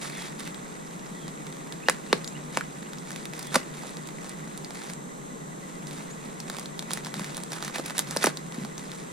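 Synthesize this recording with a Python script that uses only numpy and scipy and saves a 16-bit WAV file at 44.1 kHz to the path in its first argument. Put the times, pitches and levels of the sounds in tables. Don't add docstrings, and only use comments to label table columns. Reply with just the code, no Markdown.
import sys
import numpy as np
from scipy import signal
from scipy.fft import rfft, irfft, next_fast_len
from scipy.io import wavfile
from scipy.ndimage import uniform_filter1d, map_coordinates

SR = 44100
rng = np.random.default_rng(int(sys.argv[2]) if len(sys.argv) > 2 else 0)


def digitize_waveform(pressure):
    field = np.atleast_2d(pressure).T
    bounded = np.clip(field, -1, 1)
    quanta = np.round(bounded * 32767).astype(np.int16)
    wavfile.write(sys.argv[1], SR, quanta)


N = 402544

# (t/s, rip time/s, lower ring f/Hz, upper ring f/Hz,
# then relative levels of thump/dB, body/dB, crack/dB, fizz/dB); a bubble's rings are its air pocket and skin
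POPS_AND_KNOCK = [(1.8855, 0.00045, 560, 1920, 19.5, 19, 9.5, -4),
                  (1.8973, 0.00072, 1220, 8400, 12, 13.5, 5.5, 3.5),
                  (2.129, 0.00025, 476, 3950, 29, 16, 12, -3.5),
                  (2.5723, 0.0002, 949, 2550, 19.5, 13.5, 2, -1.5),
                  (2.6096, 0.00011, 1520, 2210, -23, 6.5, -13, -15),
                  (3.5449, 0.0027, 1192, 4180, 13, 9.5, 2, 1), (3.5557, 0.0013, 1020, 6190, 19, 17, 6, 1.5),
                  (3.5583, 0.0013, 565, 1060, 20.5, 13, 10.5, 3),
                  (7.797, 0.000955, 633.5, 481, 9.5, -2, -12, -14),
                  (8.164, 0.00045, 407.5, 710, 20.5, 8, -5.5, -2),
                  (8.2409, 0.0011, 245, 1510, 25, 16.5, 2, 8), (8.27, 0.0023, 286, 910, 22.5, 13.5, 5, 0)]
REGISTER_HZ = [400, 1400, 4000, 9000]
# (f/Hz, level/dB)
FILM_COLOUR = [(90, -44), (200, -3), (500, 6), (2000, 3), (2900, -3), (3600, 5), (6000, 0.5), (9500, 0),
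               (16000, -14.5)]
GRIP_ATTACK_S, GRIP_RELEASE_S = 0.012, 0.05


def amp(db):
    return 10 ** (np.asarray(db) / 20)


def unit(x):
    return x / np.sqrt(np.mean(x ** 2) + 1e-20)


def along(points, hz):
    f, v = np.transpose(points)
    return np.interp(np.log(hz + 1), np.log(f + 1), v)


def wobble(rate):
    knots = rng.standard_normal(int(N * rate / SR) + 4)
    return map_coordinates(knots, [np.arange(N) * rate / SR])


def filtered(x, response):
    m = next_fast_len(N + SR // 2)
    return irfft(rfft(x, m) * response(np.fft.rfftfreq(m, 1 / SR)), m)[..., :N]


def causal(x, gain_db):
    size = x.shape[-1]
    cepstrum = irfft(np.log(amp(gain_db(np.fft.rfftfreq(size, 1 / SR)))))
    cepstrum[1:size // 2] *= 2
    cepstrum[size // 2 + 1:] = 0
    return irfft(rfft(x) * np.exp(rfft(cepstrum)))


def add(track, s, sound):
    room = track[..., max(round(s * SR), 0):][..., :sound.shape[-1]]
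    room += sound[..., :room.shape[-1]]


def ring(hz, centre_hz, q, db):
    detune = q * (hz / centre_hz - centre_hz / (hz + 1))
    return 10 * np.log10(1 + amp(db) ** 2 / (1 + detune ** 2))


def background():
    # (f/Hz, correlation)
    air_likeness = [(60, 0.86), (150, 0.75), (300, 0.39), (640, -0.51), (1400, -0.64), (4200, 0.89),
                    (7600, -0.73), (15000, 0.69)]
    # (f/Hz, level/dB per Hz)
    rumble_spectrum = [(20, -16), (45, -19), (105, -28), (125, -16), (148, 4), (200, 0), (280, -5),
                       (450, -6.5), (680, -11.5), (1100, -11.5), (1700, -19), (2600, -28), (5000, -91)]
    # (f/Hz, level/dB per Hz)
    hiss_spectrum = [(800, -14), (2400, -1.5), (3900, 5), (4600, -3.5), (5600, 0.5), (6300, 7.5),
                     (10200, 0), (11500, -5.5), (14900, -15), (15200, -50)]
    # (f/Hz, width/Hz, level/dB)
    hiss_lines = [(1920, 53, 12), (7620, 115, 15.5)]

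    def air(gain):
        def mid_side_gain(hz):
            turn = np.arccos(np.clip(along(air_likeness, hz), -1, 1)) / 2
            return gain(hz) * [np.cos(turn), np.sin(turn)]
        mid, side = filtered(rng.standard_normal((2, N)), mid_side_gain)
        return unit(np.array([mid + side, mid - side]))

    def peaks(hz):
        power = sum(amp(db) ** 2 / (1 + (2 * (hz - c) / w) ** 2) for c, w, db in hiss_lines)
        return np.sqrt(1 + power)

    rumble = air(lambda hz: amp(along(rumble_spectrum, hz))) * amp(-39.5 + 0.15 * wobble(5.2))
    hiss = air(lambda hz: amp(along(hiss_spectrum, hz)) * peaks(hz)) * amp(-48.5)
    return rumble + hiss * amp([[-.6], [.6]])


def faint_whistle():
    centre_hz, half_width_hz, pulses_per_s = 1976, 71, 9.2
    swing_db, level_db = 8.5, -58
    noise = rng.standard_normal((2, N))
    band = filtered(noise, lambda hz: 1 / (1 + ((hz - centre_hz) / half_width_hz) ** 2))
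    beats = pulses_per_s * np.arange(N) / SR + 0.25 * wobble(2.99)
    return amp(level_db) * unit(band * amp(swing_db * np.cos(2 * np.pi * beats)))


def gestures(rows, attack_s, release_s):
    t = np.arange(N) / SR
    power = np.zeros(N)
    for s, length, db in rows:
        build = np.clip(.5 + (t - s) / attack_s, 0, 1)
        settle = np.clip(.5 + (s + length - t) / release_s, 0, 1)
        power += (amp(db) * build * settle) ** 2
    return power


def effort():
    # (t/s, length/s, level/dB)
    hand_grips = [(0.01, 0.085, -40.5), (0.109, 0.19, -44), (0.387, 0.11, -46.5), (3.05, 0.21, -51),
                  (3.345, 0.12, -47), (3.738, 0.18, -47), (4.208, 0.13, -51), (4.735, 0.19, -47),
                  (5.871, .17, -49), (8.541, 0.11, -50), (8.759, 0.28, -52.5)]
    # (t/s, length/s, level of the rubbing/dB)
    blade_strokes = [(1.86, 0.091, -45.5), (2.06, 0.14, -48), (2.53, 0.072, -42), (3.51, 0.09, -39),
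                     (6.47, 0.17, -47), (6.89, 0.11, -43.5), (7.04, 0.059, -43), (7.14, 0.2, -42),
                     (7.35, 0.082, -45), (7.505, 0.093, -40.5), (7.615, 0.082, -39.5), (7.74, 0.067, -36),
                     (7.845, 0.07, -38.5), (7.955, 0.062, -37.5), (8.07, 0.16, -40.5),
                     (8.215, 0.072, -30.5)]
    cut_attack_s, cut_release_s = .025, 0.055
    held_db, held_rub_db, pause_start_s, pause_end_s = -56, 5, 4.96, 5.6
    shiver_db, shiver_s = -54, 0.047
    t = np.arange(N) / SR
    held = amp(held_db) ** 2 * ((t < pause_start_s) | (t > pause_end_s))
    grip = gestures(hand_grips, GRIP_ATTACK_S, GRIP_RELEASE_S)
    cut = gestures(blade_strokes, cut_attack_s, cut_release_s)
    shiver = np.zeros(N)
    for s, rip, lower_hz, upper_hz, thump_db, body_db, *_ in POPS_AND_KNOCK:
        add(shiver, s, (amp(body_db + shiver_db) * np.exp(-t[:SR // 2] / shiver_s)) ** 2)
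    rub = amp(held_rub_db) ** 2 * held + grip + cut + shiver
    crinkle = held + grip + cut / 2
    return 10 * np.log10(np.array([rub, crinkle]) + 1e-7)


def facets(rate, spread_db, t60, low_hz=900, high_hz=13500, size=192):
    starts = np.flatnonzero(rng.random(N) < rate / SR)
    pitch, strength, place, phase = rng.random((len(starts), 4)).T[:, :, None]
    t = np.arange(size) / SR
    gain = amp(spread_db * np.minimum(-np.log(strength), 2)) / np.sqrt(rate[starts, None])
    hz = low_hz + (high_hz - low_hz) * pitch
    pings = gain * np.sin(2 * np.pi * (hz * t + phase)) * amp(-60 * t / t60)
    where = (starts[:, None] + np.arange(size)).ravel()
    sides = []
    for way in (1, -1):
        panned = pings * (1 + way * (place - .5))
        sides.append(np.bincount(where, panned.ravel(), N + size)[:N])
    return unit(np.array(sides))


def crackle(rate, spread_db, smear_rate, apart):
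    sizes = amp(spread_db * np.minimum(rng.exponential(size=N), 2))
    struck = rng.random(N) < rate / SR
    clicks = unit(struck * sizes / np.sqrt(rate) * np.sign(rng.standard_normal((2, N))))
    smooth = rate / (rate + smear_rate)
    mid, side = np.sqrt(1 - smooth) * clicks + np.sqrt(smooth) * rng.standard_normal((2, N))
    return unit(np.array([mid + apart * side, mid - apart * side]))


def patchy(x, depth_db):
    z = signal.stft(x, nperseg=256)[2]
    field = rng.standard_normal(z.shape[1:])
    field = uniform_filter1d(uniform_filter1d(field, size=5, axis=0), size=6, axis=1)
    return signal.istft(z * amp(depth_db * unit(field)), nperseg=256)[1][:, :N]


def rustle():
    # (f/Hz, level/dB per Hz)
    rubbing_spectrum = [(100, -38), (200, -6), (500, -0.5), (1100, 1.5), (2000, 2), (2700, -3), (5000, -33)]
    # (f/Hz, level/dB per Hz)
    crinkle_spectrum = [(700, -22), (1800, -12), (2800, -6.5), (3600, 5.5), (5500, 2.5), (9600, 4),
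                        (11000, -4.5), (15500, -19)]
    ticks_per_s, ticks_db = 70, -5.5
    rub_db, crinkle_db = effort()
    busy = amp(.8 * (np.minimum(crinkle_db, -38) + 46.0))
    rate = 400 * busy
    tick_rate = ticks_per_s * busy
    clumps = unit(amp(.8 * wobble(60) + 2.5 * wobble(300)))
    grains = facets(rate, spread_db=3.5, t60=0.0013)
    grains = grains + 1.53 * crackle(rate, spread_db=1.5, smear_rate=380, apart=0.14)
    ticks = facets(tick_rate, spread_db=2.5, t60=0.0012) / 2
    ticks = ticks + crackle(tick_rate, spread_db=2.0, smear_rate=4600, apart=0.3)
    sliding = grains / 2 + crackle(rate * 10, spread_db=2, smear_rate=1200, apart=0.91)
    low = patchy(clumps * sliding, depth_db=2)
    low = unit(filtered(low, lambda hz: amp(along(rubbing_spectrum, hz))))
    bright = unit(filtered(clumps * grains, lambda hz: amp(along(crinkle_spectrum, hz))))
    crisp = patchy(ticks, depth_db=4)
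    crisp = unit(filtered(crisp, lambda hz: amp(along(FILM_COLOUR, hz))))
    return amp(rub_db - 2.5) * low + amp(crinkle_db - 1.2) * (bright + amp(ticks_db) * crisp)


def scrunch():
    # (t/s, length/s, level/dB)
    hard_squeezes = [(0.015, 0.097, -47.5), (0.105, 0.19, -48.5), (.465, .02, -43)]
    # (f/Hz, level/dB per Hz)
    crunch_spectrum = [(1200, -16), (1700, 5), (2100, 11), (2900, -1), (3500, -2), (4200, -10), (5200, -15)]
    grains = facets(np.full(N, 480), spread_db=2, t60=0.0044, low_hz=1370, high_hz=4870)
    level = np.sqrt(gestures(hard_squeezes, GRIP_ATTACK_S, GRIP_RELEASE_S))
    return level * unit(filtered(grains, lambda hz: amp(along(crunch_spectrum, hz))))


def birds():
    # (t/s, length/s, start f/Hz, end f/Hz, level/dB)
    single_notes = [(0.09, 0.21, 3620, 3100, -49), (1.125, 0.19, 3520, 3080, -56),
                    (2.252, 0.046, 6540, 7700, -45), (3.369, 0.18, 3700, 3197, -54),
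                    (6.101, 0.047, 6370, 8030, -43)]
    # (t/s, level/dB)
    call_times = [(1.852, -43), (2.092, -46), (2.338, -46), (2.588, -48), (2.845, -49)]
    # (delay/s, length/s, start f/Hz, end f/Hz, level/dB)
    call_notes = [(-.034, .03, 2341, 2790, -8), (0, 0.0399, 2570, 3120, -2)]
    jitter, shimmer_db = 0.0365, 4
    echo_s, echo_db = .036, -13
    notes = list(single_notes)
    for s, db in call_times:
        for delay, length, start_hz, end_hz, part_db in call_notes:
            notes.append((s + delay, length, start_hz, end_hz, db + part_db))
    out = np.zeros(N)
    for s, length, start_hz, end_hz, db in notes:
        u = np.linspace(0, 1, int(length * SR))

        def waver(rate):
            return np.interp(u * length * rate, np.arange(SR // 50), rng.standard_normal(SR // 50))

        hz = (start_hz + (end_hz - start_hz) * u) * (1 + jitter * waver(888))
        strength = amp(db + shimmer_db * waver(112)) * np.sin(np.pi * u)
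        note = strength * np.sin(2 * np.pi * np.cumsum(hz) / SR)
        add(out, s, note)
        add(out, s + echo_s, amp(echo_db) * note)
    return out


def burst(levels, colour, rip, flutter, t60, apart, size=4096):
    t = np.arange(size) / SR
    tear, quiver = rng.standard_normal((2, 2, size))
    tear = irfft(np.exp(1j * np.angle(rfft(tear * t / rip * np.exp(-t / rip)))))
    quiver = signal.lfilter(*signal.butter(1, 900, "high", fs=SR), quiver)
    quiver = quiver * amp(-60 * t / t60) * (1 - np.exp(-t / rip))
    mid, side = unit(unit(tear) + flutter * unit(quiver)) / np.sqrt(size)
    pair = np.array([mid + apart * side, mid - apart * side]) * (t < t[-1] / 2)
    tone = list(zip(REGISTER_HZ, levels))
    return causal(pair, lambda hz: colour(hz) + along(tone, hz))


def snaps():
    # (t/s, relative crack level/dB, facet ring f/Hz)
    crease_flips = [(0.099, -16, 2300), (0.405, -14.5, 2000), (0.4755, -14, 2400), (0.5453, -20, 3300),
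                    (1.2808, -15.5, 1200), (1.4679, -18.5, 2500), (1.5262, -19.5, 2500), (1.569, -23, 2000),
                    (1.7238, -15.5, 3290), (2.2447, -15.5, 4600), (2.2767, -13.5, 5500),
                    (2.9334, -16.5, 1300), (2.9845, -22, 5500), (3.1063, -14.5, 1650), (3.117, -19, 7700),
                    (3.1611, -13, 2500), (3.255, -12, 2500), (3.3354, -14.5, 2500), (3.393, -14.5, 11500),
                    (3.4281, -15.0, 7700), (3.4705, -17.5, 11500), (3.9698, -16.5, 2000),
                    (4.073, -18.5, 7700), (4.088, -17.5, 1300), (4.2451, -18, 1300), (4.2943, -18.5, 8930),
                    (4.5763, -18.0, 8990), (4.6463, -17, 4620), (4.7068, -16.5, 700), (4.8991, -14, 2000),
                    (4.9352, -17.5, 7700), (5.8709, -21, 5500), (5.9103, -18.5, 2500),
                    (6.4022, -14.5, 5500), (6.4993, -7.5, 1293), (6.568, -15, 2520), (6.5853, -12.5, 1000),
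                    (6.596, -16, 7700), (6.6581, -16, 3900), (6.793, -8.5, 3920), (6.8252, -15, 1000),
                    (6.9075, -9, 1000), (6.9157, -10.5, 3290), (6.9343, -4, 9000), (6.9737, -10.5, 2000),
                    (7.048, -15.5, 4650), (7.0603, -15, 2004), (7.0686, -13, 1000), (7.1414, -8.5, 1000),
                    (7.1953, -11, 1000), (7.2445, -12.5, 2034), (7.3466, -17, 3900), (7.3689, -11.5, 9000),
                    (7.3787, -13.5, 1000), (7.4357, -14, 7820), (7.52, -14.5, 5500), (7.5325, -11, 1650),
                    (7.6256, -8.5, 1300), (7.6485, -13.5, 6500), (7.6796, -10.5, 1650), (7.7594, -8.5, 700),
                    (7.7835, -8.5, 700), (7.8617, -12.5, 11400), (7.8991, -12, 2000), (7.9067, -12.0, 1642),
                    (7.981, -3.5, 9000), (7.9922, 1.5, 11700), (7.999, -11, 2520), (8.11, -10.5, 7690),
                    (8.1705, -4, 5540), (8.2296, -7, 4590), (8.2597, -2, 6500), (8.3722, -12, 4620),
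                    (8.5228, -20.5, 3300), (8.6493, -14, 698), (8.7799, -16.5, 6460), (8.9171, -17.5, 3300)]
    flip_s, flip_scatter_db = .0003, 2.5
    tilt_db = 0.6
    crack_hz = REGISTER_HZ[2]
    octaves = np.log2(np.divide(REGISTER_HZ, crack_hz))
    rips = flip_s * amp(flip_scatter_db * rng.standard_normal(len(crease_flips)))
    out = np.zeros((2, N))
    for (s, db, ring_hz), rip in zip(crease_flips, rips):
        levels = db + tilt_db * np.log2(2 * ring_hz / crack_hz) * octaves

        def film(hz):
            return along(FILM_COLOUR, hz) + ring(hz, ring_hz, q=3.03, db=7.5)

        add(out, s - rip, burst(levels, film, rip, flutter=0.59, t60=0.022, apart=0.27))
    return amp(1.36) * out


def pops_and_knock():
    # (f/Hz, level/dB)
    pop_tone = [(90, -32), (160, -7), (260, -6), (600, 0.5), (780, -3.5), (1080, 1.5), (1900, 0.5),
                (3200, -3), (3800, 1.5), (5600, 0), (9500, 4), (12000, -4), (16000, -18)]
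    ring_q, lower_db, upper_db = 2.9, 5, 3
    out = np.zeros((2, N))
    for s, rip, lower_hz, upper_hz, *levels in POPS_AND_KNOCK:
        rip = max(rip, 1 / SR)

        def colour(hz):
            lower = ring(hz, lower_hz, ring_q, lower_db)
            upper = ring(hz, upper_hz, ring_q, upper_db)
            return along(pop_tone, hz) + lower + upper

        add(out, s - rip, burst(levels, colour, rip, flutter=0.73, t60=0.02, apart=0.053))
    return amp(-0.5) * out


def low_tail_and_bumps():
    # (t/s, relative level/dB, f/Hz)
    low_rings = [(3.562, -21, 250), (7.17, -28, 171.9), (7.207, -27, 185), (7.794, -27.5, 331),
                 (8.58, -26.5, 234), (8.612, -31, 170), (8.634, -28.5, 208.3)]
    out, t = np.zeros(N), np.arange(SR // 5) / SR
    for s, db, hz in low_rings:
        cycles = hz * t
        envelope = amp(-5.5 * cycles) * (1 - np.exp(-cycles / 0.41))
        add(out, s, amp(db + 7.0) * np.sin(2 * np.pi * cycles) * envelope)
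    return signal.sosfilt(signal.butter(6, 130, "high", fs=SR, output="sos"), out)


def low_cut(x):
    return signal.sosfilt(signal.butter(N=24, Wn=131.3, btype="high", fs=SR, output="sos"), x)


def ports(x):
    # (f/Hz, level/dB)
    port_level = [(250, 2), (700, -4.5), (1500, -4.5), (2000, 5), (2800, -7.5), (4000, 0), (7000, 1),
                  (9800, -12.5), (13000, -4)]
    # (f/Hz, phase/rad)
    port_lead = [(200, 0.071), (700, -0.27), (1500, 1), (2200, 1), (4200, -0.68), (6000, -0.88),
                 (8000, -1.74), (14000, -1.83)]

    def pair(hz):
        h = amp(along(port_level, hz) / 2) * np.exp(.5j * along(port_lead, hz))
        return np.array([h, 1 / h]) / np.sqrt((abs(h) ** 2 + abs(h) ** -2) / 2)

    return filtered(x, pair)


def yard(x):
    # (f/Hz, t60/s)
    yard_decay = [(200, 0.27), (1000, 0.095), (4000, 0.18), (12000, 0.12)]
    hz, t, z = signal.stft(rng.standard_normal((2, SR // 3)), SR, nperseg=256)
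    decay = amp(-60 * t / along(yard_decay, hz)[:, None])
    tail = signal.istft(z * decay, SR, nperseg=256)[1]
    late = np.pad(x.mean(axis=0), (130, 0))[None]
    return signal.fftconvolve(late, tail / np.linalg.norm(tail[0]), axes=1)[:, :N]


def scene():
    wrap = low_cut(pops_and_knock() + snaps() + rustle() + scrunch())
    near = ports(wrap) + amp(-12.5) * yard(wrap) + low_tail_and_bumps()
    return near + birds() + faint_whistle() + background()


def record(dry):
    return filtered(dry, lambda hz: hz < 15850)


dry = scene()
out = record(dry)
digitize_waveform(out)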